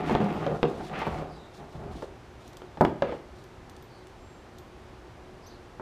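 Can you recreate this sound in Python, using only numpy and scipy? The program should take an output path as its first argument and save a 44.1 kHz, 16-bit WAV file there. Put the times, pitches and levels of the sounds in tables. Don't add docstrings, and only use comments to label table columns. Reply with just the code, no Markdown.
import sys
import numpy as np
from scipy import signal
from scipy.fft import rfft, irfft, next_fast_len
from scipy.io import wavfile

SR = 44100
rng = np.random.default_rng(int(sys.argv[2]) if len(sys.argv) > 2 else 0)


def master_out(mix):
    frames = np.transpose(np.atleast_2d(mix))
    ceiling = np.clip(frames, -1, 1)
    pcm = np.round(ceiling * 32767).astype(np.int16)
    wavfile.write(sys.argv[1], SR, pcm)


N = 256506
TIME = np.arange(N) / SR
BLOW_TIME = TIME[:SR // 2]

# frequency in Hz, relative level in dB.
LIGHT_CONTACT_SPECTRUM = [(1500, -10), (3500, 8), (5500, 1), (7500, -3), (10000, -7.5), (11500, -14),
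                          (11900, -10.5), (12400, -13), (14500, -18), (16000, -26)]


def hull_knocks():
    # start in seconds, then relative levels in dB of the blow, its boom and its crack,
    # panel pitch in Hz, relative level of the panel's ring in dB.
    blows = [(0.096, -15, -17, -20, 785, -14), (0.110, -16, -1, -16, 214, -5),
             (0.151, -8, -19, -20, 567, -20), (0.204, -14, -12, -25, 209, -14),
             (0.465, -13, -13, -22, 525, -15.5), (0.514, -29.5, 7, -32, 486, -12),
             (0.630, -18, -4, -3.5, 450, -12.5), (0.64, -15, -18, -34, 463, -7),
             (0.653, -16.5, -5, -23, 455, -9), (0.897, -31, -25, -14, 713, -12),
             (1.017, -22.5, -37, -15, 885, -7), (1.068, -16.5, -9.5, -33, 835, -14.5),
             (1.221, -26.5, -28, -23, 473, -8.5), (1.745, -34.5, -11, -38, 123, -4),
             (1.860, -31, -1.5, -34, 137, -11), (2.023, -22.5, -19, -22, 500, -12),
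             (2.619, -33, -13, -11, 332, -15), (2.773, -27, -8, -17.5, 750, -20),
             (2.809, -0.5, -11, -47, 960, -18), (2.850, -11, -14, -11, 305, -21.5),
             (3.022, -11.5, -20, -12.5, 545, -7.5), (3.122, -18.5, -21, -23, 640, -21.5),
             (5.797, -24, -18, -33, 960, -32)]
    # frequency in Hz, relative level in dB.
    thud_spectrum = [(40, -29.5), (110, -14), (290, 1.5), (450, 2), (700, -3), (1000, -6), (1400, -13.5),
                     (1900, -18.5), (3500, -37.5), (16000, -84)]
    crack_spectrum = [(300, 15), (1000, 10), (1700, 5.5), (2400, 0), (3200, 0), (4200, -10), (6000, -19.5),
                      (8000, -29), (15000, -50)]
    out = np.zeros(N)
    for start, db, boom_db, crack_db, panel_hz, panel_db in blows:
        cutoff_hz = 7900 * 2 ** (crack_db / 18)
        lowpass = signal.butter(2, cutoff_hz, fs=SR, output="sos")
        waves = signal.sosfilt(lowpass, impact(t60=0.12, cloud_db=7))
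        tilt_db = 2 * np.log2(panel_hz / 660)
        thud = from_db(-12) * unit_blow(colour(waves, thud_spectrum, tilt_db))
        panel = from_db(panel_db) * ring(hull_modes(panel_hz, fall_db=25.5), detune=0.0041)
        boom = from_db(boom_db - 6) * ring(hull_modes(centre_hz=209, fall_db=12), detune=0.0024)
        crack = from_db(crack_db) * unit_blow(colour(impact(t60=0.023, cloud_db=1.5), crack_spectrum))
        add(out, start, from_db(db) * (thud + panel + boom + crack))
    return out


def hull_modes(centre_hz, fall_db):
    # frequency in Hz, relative level in dB, T60 in seconds.
    modes = [(122.5, -6, 0.62), (157.4, 5.5, 0.21), (197, -5.5, 0.11), (224.8, -3.5, 0.28),
             (308.6, -1.5, 0.2), (360.5, 0, 0.12), (403, -2, 0.24), (461, 7, 0.049), (505, 4, 0.057),
             (536, -6.5, 0.36), (572.5, 4.5, 0.053), (643, -11, 0.27), (751, 4, 0.1), (728, 1.5, 0.085),
             (885, 9, 0.094), (987, 1.5, 0.087), (1090, -39, 0.36), (1182, -13, 0.4), (1315, -44, 0.1)]
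    return [(hz, db - fall_db * abs(np.log2(hz / centre_hz)), t60) for hz, db, t60 in modes]


def frame_drag():
    # start and length in seconds, then relative levels in dB of drag, rumble and flexing.
    shoves = [(-0.03, 0.59, -35, -34, -43), (0.64, 0.21, -44, -39.5, -45), (0.895, 0.12, -37, -56, -50),
              (1.04, 0.19, -38.5, -47, -40), (1.25, 0.14, -51, -53, -48), (1.57, 0.057, -45, -47, -50),
              (1.72, 0.26, -47, -42, -39.5), (3.04, 0.068, -47, -41.5, -43.5)]
    # frequency in Hz, relative level in dB.
    drag_spectrum = [(40, -37), (150, 1), (280, -2.5), (390, 2.5), (520, 2), (850, -2), (1200, -6),
                     (1700, -16.5), (3000, -27.5), (16000, -54)]
    rumble_spectrum = [(25, -37), (70, -7), (120, -2.5), (180, 2.5), (240, -1), (330, 5), (700, -45.5),
                       (16000, -102)]
    flex_spectrum = [(20, -17), (45, -2), (75, 6.5), (110, -21), (200, -10), (600, -93), (16000, -100)]
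    drag, rumble, flex = strokes(shoves, attack_s=0.037, release_s=0.25, sag_db_per_s=6)
    catches = slips(per_s=1400, size_db=2.5, clump_db=1.5)
    scrape = from_db(1) * rms_one(colour(catches, drag_spectrum))
    panel_response = ring(hull_modes(centre_hz=660, fall_db=2.5))
    panels = from_db(-1.5) * rms_one(signal.fftconvolve(catches, panel_response)[:N])
    jolts = slips(per_s=780, size_db=-3, clump_db=5.5)
    hollow = from_db(-6) * rms_one(colour(jolts, rumble_spectrum))
    groan = from_db(-3.5) * rms_one(colour(rng.standard_normal(N), flex_spectrum))
    return drag * (scrape + panels) + rumble * hollow + flex * groan


def frame_judder():
    # start and length in seconds, slip rate in Hz, relative level in dB, total swell in dB.
    judders = [(0.203, 0.15, 210, -34.5, -18.5), (0.470, 0.089, 516, -36.5, -14), (3.04, .085, 500, -41, 3)]
    out = np.zeros(N)
    for start, length, slip_hz, db, swell_db in judders:
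        along = np.linspace(0, 1, round(length * SR))
        hz = slip_hz * (1 + 0.09 * drift(rate=150)[:len(along)])
        phase = 2 * np.pi * np.cumsum(hz) / SR
        wave = np.sin(phase) + from_db(-30) * np.sin(2 * phase) + from_db(-24) * np.sin(3 * phase)
        grip = from_db(1.5 * drift(rate=120)[:len(along)])
        arch = np.abs(np.sin(np.pi * along)) ** 0.3
        add(out, start, from_db(db + 6 + swell_db * (along - 0.5)) * grip * arch * wave)
    return out


def strap_and_cloth():
    # start and length in seconds, relative level in dB.
    pulls = [(-0.04, 0.52, -40), (0.07, .09, -40), (0.76, 0.2, -49.5), (0.92, 0.15, -34.5),
             (1.12, 0.1, -47), (3.01, .11, -44)]
    brushes = [(0.05, 0.075, -56), (0.22, 0.41, -65), (0.67, 0.18, -62.5), (0.815, 0.067, -60.5),
               (0.97, 0.22, -61.5), (1.53, 0.046, -60), (1.68, 0.088, -66.5), (1.905, .14, -62.5),
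               (2.39, 0.086, -66), (3.11, 0.053, -68), (3.345, 0.074, -67.5)]
    # frequency in Hz, relative level in dB.
    rasp_spectrum = [(500, -50.5), (1200, 9.5), (1550, 3.5), (1850, 3), (2080, 4), (2350, 2.5), (2700, 0.5),
                     (3200, -4.5), (4200, -12.5), (7000, -29), (16000, -48)]
    strap, = strokes(pulls, attack_s=0.042, release_s=0.27, sag_db_per_s=4)
    cloth, = strokes(brushes, attack_s=0.016, release_s=0.17, sag_db_per_s=1)
    ribs = slips(per_s=2500, size_db=3, clump_db=1.5)
    threads = slips(per_s=9000, size_db=3, clump_db=1.5)
    rasp = from_db(-5) * rms_one(colour(ribs, rasp_spectrum))
    swish = from_db(2) * rms_one(colour(threads, LIGHT_CONTACT_SPECTRUM))
    return strap * rasp + cloth * swish


def hook_ticks():
    # start in seconds, relative levels in dB of the tick and its beating pair.
    ticks = [(0.1244, -52, -12), (0.2435, -46, -31), (0.327, -52, -11), (0.6978, -52, -21),
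             (0.991, -45, -20), (1.0644, -53, -9), (2.4782, -46, -21), (2.532, -48.5, -23),
             (2.57, -41, -25), (2.8124, -34.5, -21), (2.8482, -42, -23), (3.44, -50, -19),
             (3.697, -46, -23), (3.7656, -47, -29), (3.8247, -51, -9), (4.0702, -48.5, -28),
             (4.585, -45, -16)]
    # frequency in Hz, relative level in dB, T60 in seconds.
    hook_modes = [(4340, 23, 0.11), (6000, -13, .02), (7100, -30, 0.014), (8660, -8, .02),
                  (14200, -11, 0.022)]
    mode_pair = [(11920, 0, 0.09)] * 2
    out = np.zeros(N)
    for start, db, pair_db in ticks:
        contact = impact(t60=0.025, cloud_db=3)
        snap = from_db(-11) * unit_blow(colour(contact, LIGHT_CONTACT_SPECTRUM, tilt_db=3))
        body = from_db(-27.5) * ring(hook_modes, scatter_db=2, detune=0.045)
        beating = from_db(pair_db - 4) * ring(mode_pair, detune=0.008)
        add(out, start, from_db(db) * (snap + body + beating))
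    return out


def squeaks():
    # start and length in seconds, first and last pitch in Hz, rms flutter in Hz, level in dB.
    glides = [(1.287, 0.1, 4980, 4730, 220, -64.5), (1.305, 0.21, 3930, 3660, 185, -63.5),
              (3.88, 0.17, 4700, 4030, 264, -66), (4.182, 0.26, 7450, 7420, 30, -73),
              (5.42, 0.16, 4740, 4050, 465, -61.5), (5.461, 0.024, 5530, 6500, 110, -55.5)]
    out = np.zeros(N)
    for start, length, start_hz, end_hz, flutter_hz, db in glides:
        along = np.linspace(0, 1, round(length * SR))
        flutter = flutter_hz * drift(rate=700)[:len(along)]
        phase = 2 * np.pi * np.cumsum(start_hz + (end_hz - start_hz) * along + flutter) / SR
        octave = from_db(-5 - flutter_hz / 20) * np.sin(2 * phase) * (end_hz < 7000)
        arch = np.sqrt(2 * np.abs(np.sin(np.pi * along)))
        add(out, start, from_db(db) * arch * (np.sin(phase) + octave))
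    return out


def garage(x, wet_db):
    # frequency in Hz, reverberation time T60 in seconds.
    decay_times = [(100, 0.43), (500, 0.42), (2000, 0.36), (6000, 0.29), (14000, 0.32)]
    tail, edges_hz = 0, np.geomspace(50, 18000, 9)
    for low, high in zip(edges_hz, edges_hz[1:]):
        bandpass = signal.butter(2, [low, high], "band", fs=SR, output="sos")
        band = signal.sosfilt(bandpass, rng.standard_normal(len(BLOW_TIME)))
        tail = tail + band * decay(at_hz(decay_times, np.sqrt(low * high)))
    tail = tail * (1 - decay(t60=0.034)) ** 2
    return x + from_db(wet_db) * signal.fftconvolve(x, tail / np.linalg.norm(tail))[:N]


def room_tone():
    # frequency in Hz, relative level in dB.
    air_spectrum = [(12, -47), (20, -9), (59, 0.5), (122, -1.5), (196, -8.5), (232, -4.5), (274, -9),
                    (362, -3.5), (439, -9), (767, -10), (1980, -20.5), (6020, -33), (10800, -43.5),
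                    (12100, -45.5), (15500, -53)]
    # frequency in Hz, level in dB.
    hum_lines = [(59.2, -64), (366, -59.5), (781, -69.5)]
    air = from_db(-48.5) * rms_one(colour(rng.standard_normal(N), air_spectrum))
    hum = 0
    for hz, db in hum_lines:
        waver = drift(rate=20) + 1j * drift(rate=20)
        hum = hum + from_db(db) * np.real(waver * np.exp(2j * np.pi * hz * TIME))
    return air + hum


def ring(modes, scatter_db=1.0, detune=0):
    out = 0
    for hz, db, t60 in modes:
        strength = from_db(db + scatter_db * rng.standard_normal()) * rng.choice([-1, 1])
        detuned_hz = hz * (1 + detune * rng.standard_normal())
        out = out + strength * np.sin(2 * np.pi * detuned_hz * BLOW_TIME) * decay(t60)
    return unit_blow(out)


def impact(t60, cloud_db):
    cloud = from_db(cloud_db) * unit_blow(rng.standard_normal(len(BLOW_TIME)) * decay(t60))
    return cloud + unit_blow(1.0 * (BLOW_TIME == 0))


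def slips(per_s, size_db, clump_db):
    caught = rng.random(N) < per_s / SR
    sizes = from_db(size_db * np.minimum(rng.exponential(1, N), 4)) * rng.choice([-1, 1], N)
    return caught * sizes * from_db(clump_db * drift(rate=70))


def strokes(rows, attack_s, release_s, sag_db_per_s):
    out = 0
    for start, length, *levels_db in rows:
        age = np.maximum(TIME - start, 0)
        fall_db = sag_db_per_s * age + 60 * np.maximum(age - length, 0) / release_s
        out = out + np.outer(from_db(levels_db), np.minimum(age / attack_s, 1) * from_db(-fall_db))
    return out


def colour(x, spectrum, tilt_db=0):
    size = 2 * next_fast_len(len(x))
    hz = np.arange(size // 2 + 1) * SR / size
    tilted = [(f, db + tilt_db * np.log2(f / spectrum[0][0])) for f, db in spectrum]
    cepstrum = irfft(np.log(from_db(at_hz(tilted, hz))))
    cepstrum[1:size // 2] *= 2
    cepstrum[size // 2 + 1:] = 0
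    return irfft(rfft(x, size) * np.exp(rfft(cepstrum)))[:len(x)]


def at_hz(points, hz):
    f, value = np.transpose(points)
    return np.interp(np.log(hz + 1), np.log(f), value)


def drift(rate):
    knots = rng.standard_normal(N // 50)
    return rms_one(np.interp(TIME * rate, np.arange(len(knots)), knots))


def decay(t60):
    return from_db(-60 * BLOW_TIME / t60)


def from_db(db):
    return 10 ** (np.asarray(db) / 20)


def rms_one(x):
    return x / np.sqrt(np.mean(x ** 2) + 1e-20)


def unit_blow(x):
    return x / np.sqrt(np.sum(x ** 2) * 100 / SR + 1e-20)


def add(track, start_s, sound):
    start = max(round(start_s * SR), 0)
    track[start:start + len(sound)] += sound[:N - start]


def scene():
    # frequency in Hz, level of the side relative to the middle in dB.
    width = [(40, -27), (200, -45.5), (700, -40), (1400, -29.5), (3000, -25.5), (6000, -24), (14000, -21)]
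    handling = hull_knocks() + frame_judder() + frame_drag() + strap_and_cloth() + hook_ticks() + squeaks()
    middle = garage(handling, wet_db=-10) + room_tone()
    scatter = rng.standard_normal(len(BLOW_TIME)) * decay(t60=0.071)
    decorrelated = signal.fftconvolve(middle, scatter / np.linalg.norm(scatter))[:N]
    side = colour(decorrelated, width)
    return np.array([middle + side, middle - side])


def record(dry):
    return signal.sosfilt(signal.ellip(10, 0.2, 80, 15300, fs=SR, output="sos"), dry)


dry = scene()
out = record(dry)
master_out(out)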